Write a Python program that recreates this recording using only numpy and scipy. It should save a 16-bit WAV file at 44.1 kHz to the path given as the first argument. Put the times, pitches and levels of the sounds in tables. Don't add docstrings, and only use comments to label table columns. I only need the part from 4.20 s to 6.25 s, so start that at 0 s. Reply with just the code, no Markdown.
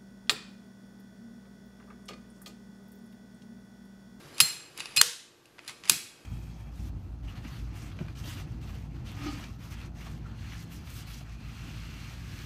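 import sys
import numpy as np
from scipy import signal
from scipy.fft import rfft, irfft, next_fast_len
from scipy.io import wavfile
from scipy.ndimage import map_coordinates

SR = 44100
rng = np.random.default_rng(int(sys.argv[2]) if len(sys.argv) > 2 else 0)


def decibels_to_gain(level_db):
    exponent = np.asarray(level_db, float) / 20
    return 10 ** exponent


def waveform_to_disk(signal):
    frames = np.transpose(np.atleast_2d(signal))
    scaled = np.clip(frames, -1, 1) * 32767
    samples = np.round(scaled).astype(np.int16)
    wavfile.write(sys.argv[1], SR, samples)


N = 90404

# frequency in Hz, relative level in dB, t60 in seconds.
RECEIVER = [(1210, -14.5, 0.036), (2030, -20, 0.15), (2527, 12, 0.043), (2550, -22.5, 1),
            (2690, 11.5, 0.018), (2840, 0.5, 0.09), (3620, 9.5, 0.015), (3970, 5, 0.023), (4640, 4, 0.049),
            (5000, 4.5, 0.047), (7600, 9, 0.02), (9300, -0.5, .025), (9680, 5.5, 0.03), (10700, 4, 0.058),
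            (10580, 1.5, 0.03)]
CRACK_OCTAVES = 1.53


def unit(x):
    return x / np.sqrt(np.mean(x ** 2) + 1e-20)


def along(points, hz):
    f, v = np.transpose(points)
    return np.interp(np.log(hz + 1), np.log(f + 1), v)


def curve(rows):
    return np.interp(np.arange(N) / SR, *np.transpose(rows))


def coloured(x, spectrum):
    size = next_fast_len(N + 8192)
    gain = decibels_to_gain(along(spectrum, np.fft.rfftfreq(size, 1 / SR)))
    return unit(irfft(rfft(x, size) * gain, size)[:N])


def add(track, s, sound):
    part = track[round(s * SR):][:len(sound)]
    part += sound[:len(part)]


def wobble(rate, count):
    knots = rng.standard_normal(int(count * rate / SR) + 9)
    return map_coordinates(knots, [np.arange(count) * rate / SR])


def band(hz, centre_hz, octaves):
    steeper_above = 1.42
    away = np.log2((hz + 30) / centre_hz) / octaves
    return decibels_to_gain(-6 * (away * np.where(away > 0, steeper_above, 1)) ** 2)


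def ring(modes, centre_hz, rise_s, damp=1.0, octaves=2.4):
    scatter_db, waver_rad = 2, 1.3
    t = np.arange(SR // 2) / SR
    hz, db, t60 = np.transpose(modes)[:, :, None]
    gain = decibels_to_gain(db) * band(hz, centre_hz, octaves)
    gain = gain / gain.sum()
    gain = gain * decibels_to_gain(scatter_db * rng.standard_normal(hz.shape))
    wander = waver_rad * np.array([wobble(72, count=len(t)) for _ in modes])
    phase = 2 * np.pi * (hz * t + rng.random(hz.shape)) + wander
    decay = decibels_to_gain(-60 * t / (t60 * damp))
    return (gain * decay * np.sin(phase)).sum(0) * (1 - np.exp(-t / rise_s))


def air():
    # frequency in Hz, density in dB per Hz before levelling.
    noise_spectrum = [(25, 10), (60, -2.5), (120, -2), (200, -4), (400, -4.5), (700, -10.5), (1200, -12),
                      (2500, -16.5), (5000, -19.5), (9000, -26.5), (13000, -26.5), (15800, -33.5)]
    # frequency in Hz, level in dB relative to the room noise.
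    fan_lines = [(295, -16), (351, -12.5), (468, -16.5), (1165, -19), (1588, -18.5), (11795, -24)]
    noise_db = -50.5
    t = np.arange(N) / SR
    fan = np.zeros(N)
    for hz, db in fan_lines:
        level = decibels_to_gain(db + 0.54 * wobble(4.1, count=N))
        fan += level * np.sin(2 * np.pi * hz * t + 0.35 * wobble(6.2, count=N))
    noise = coloured(rng.standard_normal(N), noise_spectrum)
    return decibels_to_gain(noise_db) * (noise + np.sqrt(2) * fan)


def room(x):
    # frequency in Hz, t60 in seconds.
    reverb_times = [(100, 0.7), (1000, 0.47), (3000, 0.51), (7000, 0.47), (11000, 0.41), (14000, 0.29)]
    level_db, gap_s = -9, .004
    out = np.zeros(N)
    for start in range(0, N, SR // 2):
        hz, t, z = signal.stft(rng.standard_normal(SR), SR, nperseg=256)
        decay = decibels_to_gain(-60 * t / along(reverb_times, hz)[:, None])
        tail = signal.istft(z * decay, SR, nperseg=256)[1]
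        tail = tail / np.linalg.norm(tail)
        add(out, start / SR + gap_s, signal.fftconvolve(x[start:start + SR // 2], tail))
    return decibels_to_gain(level_db) * out


def tray_and_stock():
    # frequency in Hz, relative level in dB, t60 in seconds.
    low_modes = [(103, -9, .09), (142, -2, .11), (160, 0, .11), (188, -5, .1), (300, -8, .08),
                 (365, -6, .1), (478, -6, .2), (880, -2, .03), (1050, -4, .02)]
    # start in seconds, level in dB, centre of the struck modes in Hz.
    jolts = [(.045, -36.5, 139), (.204, -10.5, 864), (.208, -29, 350), (0.212, -14.5, 153),
             (0.252, -30, 167), (.59, -33, 197.6), (0.772, -22.5, 176), (0.8143, -3.5, 1024),
             (0.816, -21.5, 473), (0.851, -22.5, 197), (1.384, -29.5, 894), (1.392, -36.5, 900),
             (1.488, -32.5, 250), (1.64, -31.5, 203), (1.698, -8.5, 927), (1.703, -14.5, 287.4),
             (1.736, -22.5, 162)]
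    out = np.zeros(N)
    for s, db, centre_hz in jolts:
        add(out, s, decibels_to_gain(db) * ring(low_modes, centre_hz, 0.011, octaves=0.41))
    return out


def rasp():
    # time in seconds, level in dB.
    slide = [(0, -61), (.14, -59.5), (.18, -51), (.2, -42.5), (.25, -47.5), (.55, -61), (.574, -43.5),
             (.579, -40), (.63, -45.5), (.68, -49.5), (.757, -50.5), (.766, -31.5), (.82, -51),
             (1.3, -79.5), (1.44, -55), (1.475, -50), (1.479, -37.5), (1.51, -41.5), (1.55, -76.5),
             (1.62, -83), (1.65, -48.5), (1.69, -40.5), (1.71, -28), (1.8, -62.5)]
    # frequency in Hz, density in dB per Hz before levelling.
    rasp_spectrum = [(290, -57.5), (500, -16), (1100, -5.5), (2500, -6), (3280, -9), (5000, -11.5),
                     (11100, -25), (15500, -42)]
    grains_per_s, grain_spread_db = 5000, 2.5
    caught = rng.random(N) < grains_per_s / SR
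    strength = rng.standard_normal(N) * decibels_to_gain(grain_spread_db * rng.standard_normal(N))
    catches = caught * strength
    body = ring(RECEIVER, 5200, 0.0017, damp=.25)
    through_body = unit(signal.fftconvolve(catches, body)[:N])
    return decibels_to_gain(curve(slide)) * unit(coloured(catches, rasp_spectrum) + 0.7 * through_body)


def crack(centre_hz, contact_ms):
    rise_share = 0.26
    t, hz = np.arange(2048) / SR, np.fft.rfftfreq(2048, 1 / SR)
    contacts = t * 1000 / contact_ms
    spectrum = rfft(rng.standard_normal(len(t))) * band(hz, centre_hz, CRACK_OCTAVES)
    noise = unit(irfft(spectrum))
    return noise * (1 - np.exp(-contacts / rise_share)) * np.exp(-contacts ** 2) / 2


def action():
    # start in seconds, crack level in dB, centre of the crack in Hz,
    # contact in ms, receiver ring in dB relative to the crack level.
    blows = [(.058, -44, 2500, 2.5, -40), (.181, -24, 4000, 2.6, 1), (0.189, -32, 4470, 5.5, 3),
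             (0.2022, 1, 10900, 1.7, 5.5), (0.2051, 4, 2840, 1.77, -19), (0.2075, 1, 7600, 8.4, -4.5),
             (.5655, -44, 2460, 2.2, -6), (0.5764, -22, 6860, 1.7, 0), (.589, -21.5, 2040, 1.5, -12),
             (.597, -24, 4020, 2.6, -4.5), (0.6024, -17.5, 3290, 4.2, 6.5), (0.6563, -20.5, 2900, 2.5, -2),
             (0.7626, -14.5, 7060, 2.5, 4), (0.7644, -11, 7000, 4.3, -9), (0.771, -5, 4860, 1.8, 4.5),
             (0.779, -13.5, 2800, 3.1, -6), (0.812, -3.5, 9280, 4.7, -22), (0.8133, 12, 5000, 3.8, -10.5),
             (0.8139, 1.5, 1520, 0.97, -21), (1.2556, -38.5, 4880, 4.3, 8), (1.3819, -32, 1875, 4.9, -20.5),
             (1.3909, -23.5, 1867, 2.45, -7), (1.447, -39.5, 2820, 4.7, 3), (1.4773, -20.5, 6460, 3, -1.5),
             (1.484, -21.5, 4100, 1.8, -14), (1.489, -25.5, 2800, 1.6, 3), (1.4951, -18.5, 3440, 2.2, -8.5),
             (1.5037, -28, 3560, 2.8, -26), (1.513, -35, 3500, 3.4, -8.5), (1.636, -24.5, 2470, 3.9, -23),
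             (1.644, -32.5, 2500, 6.2, -20.5), (1.653, -26.5, 3456, 5.6, -8.5),
             (1.6762, -23, 3020, 2.3, -13.5), (1.685, -23.5, 4000, 2.9, -7.5),
             (1.688, -22, 8000, 2.5, -8.5), (1.6955, 6.5, 10300, 4.9, -9), (1.6973, 6.5, 3600, 1.6, -5),
             (1.7016, -7.5, 5090, 5.1, -2), (1.718, -6.5, 9100, 4.3, -10)]
    # frequency in Hz, relative level in dB, t60 in seconds.
    lever_modes = [(4199, 1, .4), (4234, -7, .25), (5082, -3, .12), (7340, -16, .3), (7482, -3, .34),
                   (7510, -5, .3), (9351, -14, .3), (10460, -16, .15), (10860, -8, .27), (10896, -11, .22),
                   (11480, -16, .22), (13490, -7, .22), (14290, -16, .25)]
    # start in seconds, level in dB, centre of the struck modes
    # in Hz, share of the free ring time left by the grip.
    lever_rings = [(0.141, -42, 8000, 0.78), (0.2037, 2.5, 10700, 0.57), (0.208, -10.5, 6000, 1),
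                   (0.344, -32.5, 3500, .3), (.603, -31.5, 6020, 0.14), (.657, -41, 8000, 0.24),
                   (0.765, -9.5, 12000, 0.053), (.771, -22.5, 8000, 0.086), (0.774, -9.5, 2000, 0.34),
                   (0.777, -4.5, 2000, 0.31), (.816, -20.5, 9000, 0.16), (1.478, -19.5, 8160, .12),
                   (1.497, -35, 7000, 0.18), (1.697, -10, 12000, 0.52)]
    near, rings, clicks = np.zeros(N), np.zeros(N), np.zeros(N)
    hz = np.fft.rfftfreq(1024, 1 / SR)
    for s, db, centre_hz, contact_ms, ring_db in blows:
        burst = decibels_to_gain(db) * crack(centre_hz, contact_ms)
        add(near, s, burst)
        click = np.fft.fftshift(irfft(band(hz, centre_hz, CRACK_OCTAVES)))
        click = click * np.linalg.norm(burst) / np.linalg.norm(click)
        add(clicks, s, click[448:])
        add(rings, s, decibels_to_gain(db + ring_db) * ring(RECEIVER, centre_hz, 0.0003))
    for s, db, centre_hz, damp in lever_rings:
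        add(rings, s, decibels_to_gain(db) * ring(lever_modes, centre_hz, 0.00067, damp))
    return near + rings, clicks + rings


def scene():
    near, around = action()
    slide, thuds = rasp(), tray_and_stock()
    direct = near + slide + thuds
    reflected = room(around + slide + thuds)
    return (direct + reflected + air())[None]


def roll_off(x):
    return signal.sosfilt(signal.butter(12, 15910, fs=SR, output="sos"), x)


def record(dry):
    top_hz, low_hz = 13300, 90
    duck_from_db, duck_share, lag_s, back_db_per_s = -17.5, 0.82, 0.007, 9
    clip_hardness = 45
    dry = signal.lfilter(*signal.butter(4, top_hz, 'low', fs=SR), dry)
    lag = np.exp(-1 / (lag_s * SR))
    power = signal.lfilter([1 - lag], [1, -lag], dry ** 2)
    level_db = 10 * np.log10(power + 1e-12)
    slope_db = back_db_per_s * np.arange(N) / SR
    over_db = duck_share * np.maximum(level_db - duck_from_db, 0) + slope_db
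    x = dry * decibels_to_gain(slope_db - np.maximum.accumulate(over_db, axis=1))
    x = x / (1 + np.abs(x) ** clip_hardness) ** (1 / clip_hardness)
    x = signal.lfilter(*signal.butter(2, low_hz, 'high', fs=SR), x)
    return roll_off(np.clip(x, -1, 1))


dry = scene()
out = record(dry)
waveform_to_disk(out)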